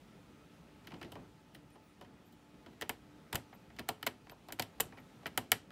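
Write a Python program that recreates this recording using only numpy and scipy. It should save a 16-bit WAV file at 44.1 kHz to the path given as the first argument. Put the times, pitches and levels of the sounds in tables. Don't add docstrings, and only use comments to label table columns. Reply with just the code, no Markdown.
import sys
import numpy as np
from scipy import signal
from scipy.fft import rfft, irfft, next_fast_len
from scipy.io import wavfile
from scipy.ndimage import uniform_filter1d, map_coordinates

SR = 44100
rng = np.random.default_rng(int(sys.argv[2]) if len(sys.argv) > 2 else 0)


def makeup_ratio(level_db):
    decades = np.asarray(level_db, float) / 20
    return 10 ** decades


def file_out(sig):
    cols = np.atleast_2d(sig).T
    lim = np.clip(cols, -1, 1)
    pcm = np.round(lim * 32767).astype(np.int16)
    wavfile.write(sys.argv[1], SR, pcm)


N = 251811

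# pitch_hz, density_db (per Hz)
RUMBLE_COLOUR = [(12, -61), (20, -60), (48, -6), (81, -10), (168, -2), (261, -6), (296, -11), (397, -9.5),
                 (435, -12), (1600, -23.5), (2080, -37), (3520, -120)]
HISS_COLOUR = [(590, -32), (1000, -52), (1300, 8.5), (1460, -9), (1800, -3), (2380, -4.5), (2890, -5.5),
               (4140, -9.5), (4590, -11), (15800, -23.5)]
# pitch_hz, width_hz, level_db
HUMS = [(63, 13, -78.5), (219, 30, -81), (295.3, 11, -69.5), (868, 18, -76.5), (1240, 9.6, -84.5),
        (2496, 14, -85)]
# pitch_hz, stop_s, level_db
WHISTLE = (14890, 0.43, -88)
# time_s, level_db
NEARNESS = [(0, -1), (.7, 0), (1.05, 1.5), (1.4, -.5), (2.4, -0.5), (5.71, 1.5)]
# pitch_hz, t60_s
ROOM_DECAY = [(100, 1), (500, 0.28), (2000, 0.2), (6000, 0.24), (15000, 0.11)]
# start_s, level_db, rise_s
PUSHES = [(.93, -51, 0.017), (1.04, -51.5, 0.019), (1.159, -53, 0.031), (2.54, -60.5, 0.013),
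          (2.898, -50, .008), (3.3484, -30.5, 0.0011), (3.362, -46, 0.013), (3.8, -54.5, 0.02),
          (4.08, -59.5, .018), (4.62, -57, 0.015), (4.82, -50, 0.02), (5.4, -55, 0.015), (5.54, -51, 0.014)]
# centre_s, length_s, pitch_hz, width_hz, level_db
SQUEAKS = [
    (1.553, 0.02, 9500, 700, -69.5),
    (1.55, .03, 15000, 1210, -74),
    (1.737, 0.034, 9360, 500, -75.5),
    (1.86, 0.078, 15400, 500, -82),
    (1.895, 0.11, 9600, 300, -84),
    (2.27, 0.041, 13000, 1800, -76),
    (2.33, .025, 15100, 900, -75),
    (3.55, 0.022, 13200, 1800, -67.5),
    (4.317, 0.02, 13000, 1200, -62.5),
    (5.003, 0.011, 13200, 1800, -70),
]
# start_s, clack_db, tick_db (hardness, over the clack), knock_db (weight, over the clack)
SOFT_KEYS = [(0.8452, -60.5, -18, -3), (0.8709, -45.5, -9.5, -13), (0.9053, -54, -18, -2),
             (0.9179, -48.5, -17, -1), (0.9385, -50.5, -16, -3.5), (1.0132, -45, -16, -1.5),
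             (1.0275, -46.5, -12, -3), (1.046, -52, -13, -2), (1.1192, -53, 3, 4),
             (1.1537, -50.5, -18, 3.5), (1.1593, -57, -27, 2.5), (1.5474, -49, -10, -10.5),
             (1.7036, -76, 10, -12), (1.7551, -63, -14, 8.5), (2.0113, -53.5, -8, 5), (2.022, -65, -5, 11),
             (2.0463, -60, -20, -18), (2.3242, -75, 9, 7), (2.6612, -53, -17, 0.5), (2.7304, -66, -18, -2)]
SLIDE_SWITCHES = [(2.8116, -37, -2.5, -12), (2.82, -33.5, -7.5, -6), (2.8932, -31.5, 3, -4.5),
                  (3.3284, -32, -4, -9), (3.3549, -30.5, 3.5, -11), (3.5271, -51, -40, 3.5),
                  (3.702, -55.5, -28, -4), (3.7932, -36, -7.5, -10), (3.8885, -29.5, 2.5, -1.5),
                  (4.0275, -36, -3.5, -9.5), (4.0669, -27.5, 0, -22), (4.2687, -55, -20, 0.5),
                  (4.2958, -44.5, -12, -16), (4.318, -63, -12, 14), (4.4853, -52.5, -1, 6),
                  (4.5028, -47, -30, -2), (4.5228, -37.5, -1.5, -12.5), (4.5957, -28.5, 0.5, -3.5),
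                  (4.6219, -36.5, 1, -18), (4.8049, -27.5, 8, -21.5), (4.923, -47.5, -43, -6),
                  (4.9715, -51, -25, -3), (4.979, -60, -2, 3), (4.984, -48.5, -46, -15),
                  (5.231, -59.5, -17, 4.5), (5.2576, -30, -25, -11.5), (5.2664, -40, -2.5, -6.5),
                  (5.3757, -26, 1.5, -5.5), (5.5177, -17, 3.5, -11), (5.7044, -47, -17.5, -7)]
LIGHT_TOUCHES = [(2.542, -63, -21, -13), (3.7645, -56, -6, -11), (4.782, -71, 2, 10),
                 (3.3259, -44.5, -14, -2), (3.3458, -37.5, -3, -5), (3.7866, -37.5, -23, -12),
                 (3.883, -47, -19, -10), (4.012, -65, -15, -18), (4.065, -34, -1, 1.5),
                 (4.5877, -46, -15, -3), (4.7999, -28.5, -10, -2.5), (5.3742, -32.5, -38, -2.5)]
# pitch_hz, width_hz, level_db
DETENT_MODES = [(5790, 270, -20), (7450, 1170, -18), (9240, 700, -17.5), (9820, 700, -22.5),
                (11590, 1430, -10.5), (13000, 4800, -13.5), (15000, 1070, -12.5)]
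SLIDER_MODES = [(2595, 67, 0.5), (3000, 290, 6), (3383, 790, 1.5), (4160, 1400, -4.5), (4553, 105, -6),
                (4800, 1100, -11)]
CASE_MODES = [(1270, 118, 1), (1710, 700, 1), (2000, 130, -3), (1920, 390, 2), (2377, 360, 5.5)]
DECK_MODES = [(447, 35, -2.5), (548, 55, -4), (749, 146, -1), (947, 53, 1.5), (1039, 250, -4.5)]
DESK_MODES = [(101.2, 19.7, 7.5), (163, 64, -0.5), (245, 26.6, 7), (354, 97, 2)]
# delay_s, contact_s, level_db, chatter_t60_s, chatter_db
BLOWS = [
    (.0006, 0.00019, 5, 0.035, -16.5),
    (.001, 0.0007, 4.5, 0.046, -11),
    (.0012, 0.00062, 1, 0.057, -15),
    (.0012, .001, 3.5, .08, -10),
    (.0018, 0.0038, 2.5, 0.13, -3),
]

TAIL = 12000
USUAL_DB = -46
TOP_HZ, LOUD_TOP_HZ = 15800, 16800


def unit(x):
    return x / np.sqrt(np.mean(x ** 2) + 1e-20)


def along(points, hz):
    f, value = np.transpose(points)
    return np.interp(np.log(hz + 1), np.log(f + 1), value)


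def wobble(rate_hz):
    knots = rng.standard_normal(int(N * rate_hz / SR) + 4)
    return map_coordinates(knots, [np.arange(N) * rate_hz / SR])


def filtered(x, response):
    size = x.shape[-1]
    m = next_fast_len(size + 8192)
    spectrum = rfft(x, m) * response(np.fft.rfftfreq(m, 1 / SR))
    return irfft(spectrum, m)[..., :size]


def peak(f, hz, width_hz):
    return 1j * f * width_hz / (hz * hz - f * f + 1j * f * width_hz)


def modes(f, table):
    return sum((-1) ** k * makeup_ratio(db) * peak(f, hz, width) for k, (hz, width, db) in enumerate(table))


def narrow_noise(hz, width_hz):
    return unit(filtered(rng.standard_normal(N), lambda f: peak(f, hz, width_hz) ** 2))


def ventilation():
    z = signal.stft(rng.standard_normal((2, N)), nperseg=512)[2]
    patches = uniform_filter1d(rng.standard_normal(z.shape[1:]), size=6, axis=0)
    patches = uniform_filter1d(patches, size=12, axis=1)
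    low, high = signal.istft(z * makeup_ratio(0.9 * unit(patches)), nperseg=512)[1][:, :N]

    def hiss_response(f):
        rumble_share = 1 / (1 + (f / 1400) ** 8)
        return makeup_ratio(along(HISS_COLOUR, f)) * np.sqrt(1 - rumble_share) * (f < TOP_HZ)

    rumble = unit(filtered(low, lambda f: makeup_ratio(along(RUMBLE_COLOUR, f))))
    hiss = unit(filtered(high, hiss_response))
    gusts_db = 0.7 * wobble(6)
    near_db = np.interp(np.arange(N) / SR, *np.transpose(NEARNESS))
    drift_db = 1.4 * wobble(1.385)
    return makeup_ratio(near_db + drift_db) * (makeup_ratio(-61.5 + gusts_db) * rumble + makeup_ratio(-71) * hiss)


def hums():
    return sum(makeup_ratio(db) * narrow_noise(hz, width_hz) for hz, width_hz, db in HUMS)


def whistle():
    t = np.arange(N) / SR
    hz, stop_s, db = WHISTLE
    fade = np.clip((stop_s - t) / 0.02, 0, 1)
    return makeup_ratio(db + 1.5 * wobble(14)) * np.sin(2 * np.pi * hz * t) * fade


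def pushes():
    t = np.arange(N) / SR

    def band(f):
        low, high = 1j * f / 80, 1j * f / 300
        return (low / (1 + low) / (1 + high)) ** 2

    load = np.zeros(N)
    for start_s, db, rise_s in PUSHES:
        u = np.clip(t - start_s, 0, 1) / rise_s
        load += makeup_ratio(db) * u * np.exp(1 - u)
    swell = unit(filtered(rng.standard_normal(N), band)) * load
    shove = 0.76 * filtered(load, band)
    return swell - shove


def squeaks():
    t = np.arange(N) / SR
    out = np.zeros(N)
    for centre_s, length_s, hz, width_hz, db in SQUEAKS:
        puff = np.exp(-4 * ((t - centre_s) / length_s) ** 2)
        out += makeup_ratio(db) * narrow_noise(hz, width_hz) * puff
    return out


def echoes(count):
    hz, t, z = signal.stft(rng.standard_normal((count, TAIL)), SR, nperseg=256)
    decay = makeup_ratio(-60 * t / along(ROOM_DECAY, hz)[:, None])
    tails = signal.istft(z * decay, SR, nperseg=256)[1][:, :TAIL]
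    return tails / np.linalg.norm(tails, axis=1, keepdims=True)


def detent(f):
    return modes(f, DETENT_MODES) * peak(f, 9400, 5600)


def slider(f):
    return modes(f, SLIDER_MODES) * peak(f, 3660, 4700)


def case(f):
    return modes(f, CASE_MODES) * peak(f, 900, 2200)


def deck(f):
    return modes(f, DECK_MODES) * peak(f, 550, 830)


def desk(f):
    return modes(f, DESK_MODES) * peak(f, 227, 620)


def bending(f):
    return np.exp(-1j * 0.3756 * np.sqrt(f) + 2j * np.pi * f * 0.000204)


def contacts(table, slack, sharp, loose_db, wet_db, snap_db, thump_db):
    start_s, clack_db, tick_db, knock_db = np.transpose(table)[:, :, None]
    count = len(table)
    strength_db = clack_db - USUAL_DB
    snap_db = snap_db + 0.29 * tick_db - 0.059 * strength_db
    thump_db = thump_db - 0.34 * strength_db + 0.2 * knock_db
    t = np.arange(TAIL) / SR
    rattle = rng.standard_normal((count, 5, TAIL))
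    spurts = uniform_filter1d(rng.standard_normal((count, TAIL)), size=60, axis=1)
    spurts = makeup_ratio(5.3 * unit(spurts))
    bodies = (detent, slider, case, deck, desk)
    levels_db = (tick_db, snap_db, 0, knock_db, thump_db)
    hits, radiated = 0, 0
    for k, (body, over_db, settings) in enumerate(zip(bodies, levels_db, BLOWS)):
        delay_s, contact_s, db, chatter_t60_s, chatter_db = settings
        u = np.clip(t - delay_s, 0, None) / max(slack * contact_s, 1 / SR)
        chatter_db = chatter_db + loose_db - 0.077 * strength_db - 60 * t / chatter_t60_s
        chatter = spurts * makeup_ratio(chatter_db) * (1 - np.exp(-u))
        drive = rattle[:, k] * (u * np.exp(1 - u) + chatter)
        click = 1.0 * (np.arange(TAIL) == round(delay_s * SR))
        blow = sharp * np.linalg.norm(drive, axis=1, keepdims=True) * filtered(click, bending)
        ring = filtered(drive + blow, body)
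        ring = makeup_ratio(clack_db + over_db + db) * ring / np.abs(ring).max(axis=1, keepdims=True)
        hits = hits + ring
        colour = filtered(1.0 * (np.arange(TAIL) == 200), body)
        energy = np.linalg.norm(ring, axis=1, keepdims=True)
        radiated = radiated + colour * energy / np.linalg.norm(colour)
    room = signal.fftconvolve(radiated, echoes(count), axes=1)[:, :TAIL]
    hits = hits + makeup_ratio(wet_db) * room
    out = np.zeros(N + TAIL)
    starts = np.round((start_s[:, 0] - 0.0006) * SR).astype(int)
    for start, hit in zip(starts, hits):
        out[start:start + TAIL] += hit
    return out[:N]


def keys():
    return contacts(SOFT_KEYS, slack=2.6, sharp=0.44, loose_db=11.5, wet_db=-10,
                    snap_db=0.0, thump_db=-3.5)


def switches():
    return contacts(SLIDE_SWITCHES + LIGHT_TOUCHES, slack=1.0, sharp=0.68, loose_db=12.5, wet_db=-15.5,
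                    snap_db=-1.9, thump_db=-6.5)


def scene():
    room = ventilation() + hums() + whistle()
    return (room + pushes() + squeaks() + keys() + switches())[None]


def ducked(x):
    keep = np.exp(-1 / (0.2 * SR))
    power = signal.lfilter([1 - keep], [1, -keep], x ** 2)
    heard_db = 10 * np.log10(power + 1e-12)
    excess_db = np.clip(heard_db + 44.5, 0, None)
    return x * makeup_ratio(-0.28 * uniform_filter1d(excess_db, size=441, origin=220))


def band_limited(x):
    def step(f, hz):
        return 1 / (1 + np.exp(np.clip((hz - f) / 40, -40, 40)))

    return filtered(x, lambda f: makeup_ratio(-9 * step(f, TOP_HZ) - 40 * step(f, LOUD_TOP_HZ)))


def roll_off(x):
    return signal.sosfilt(signal.butter(12, 16950, fs=SR, output="sos"), x)


def record(dry):
    mix = band_limited(ducked(dry))
    return roll_off(mix)


dry = scene()
out = record(dry)
file_out(out)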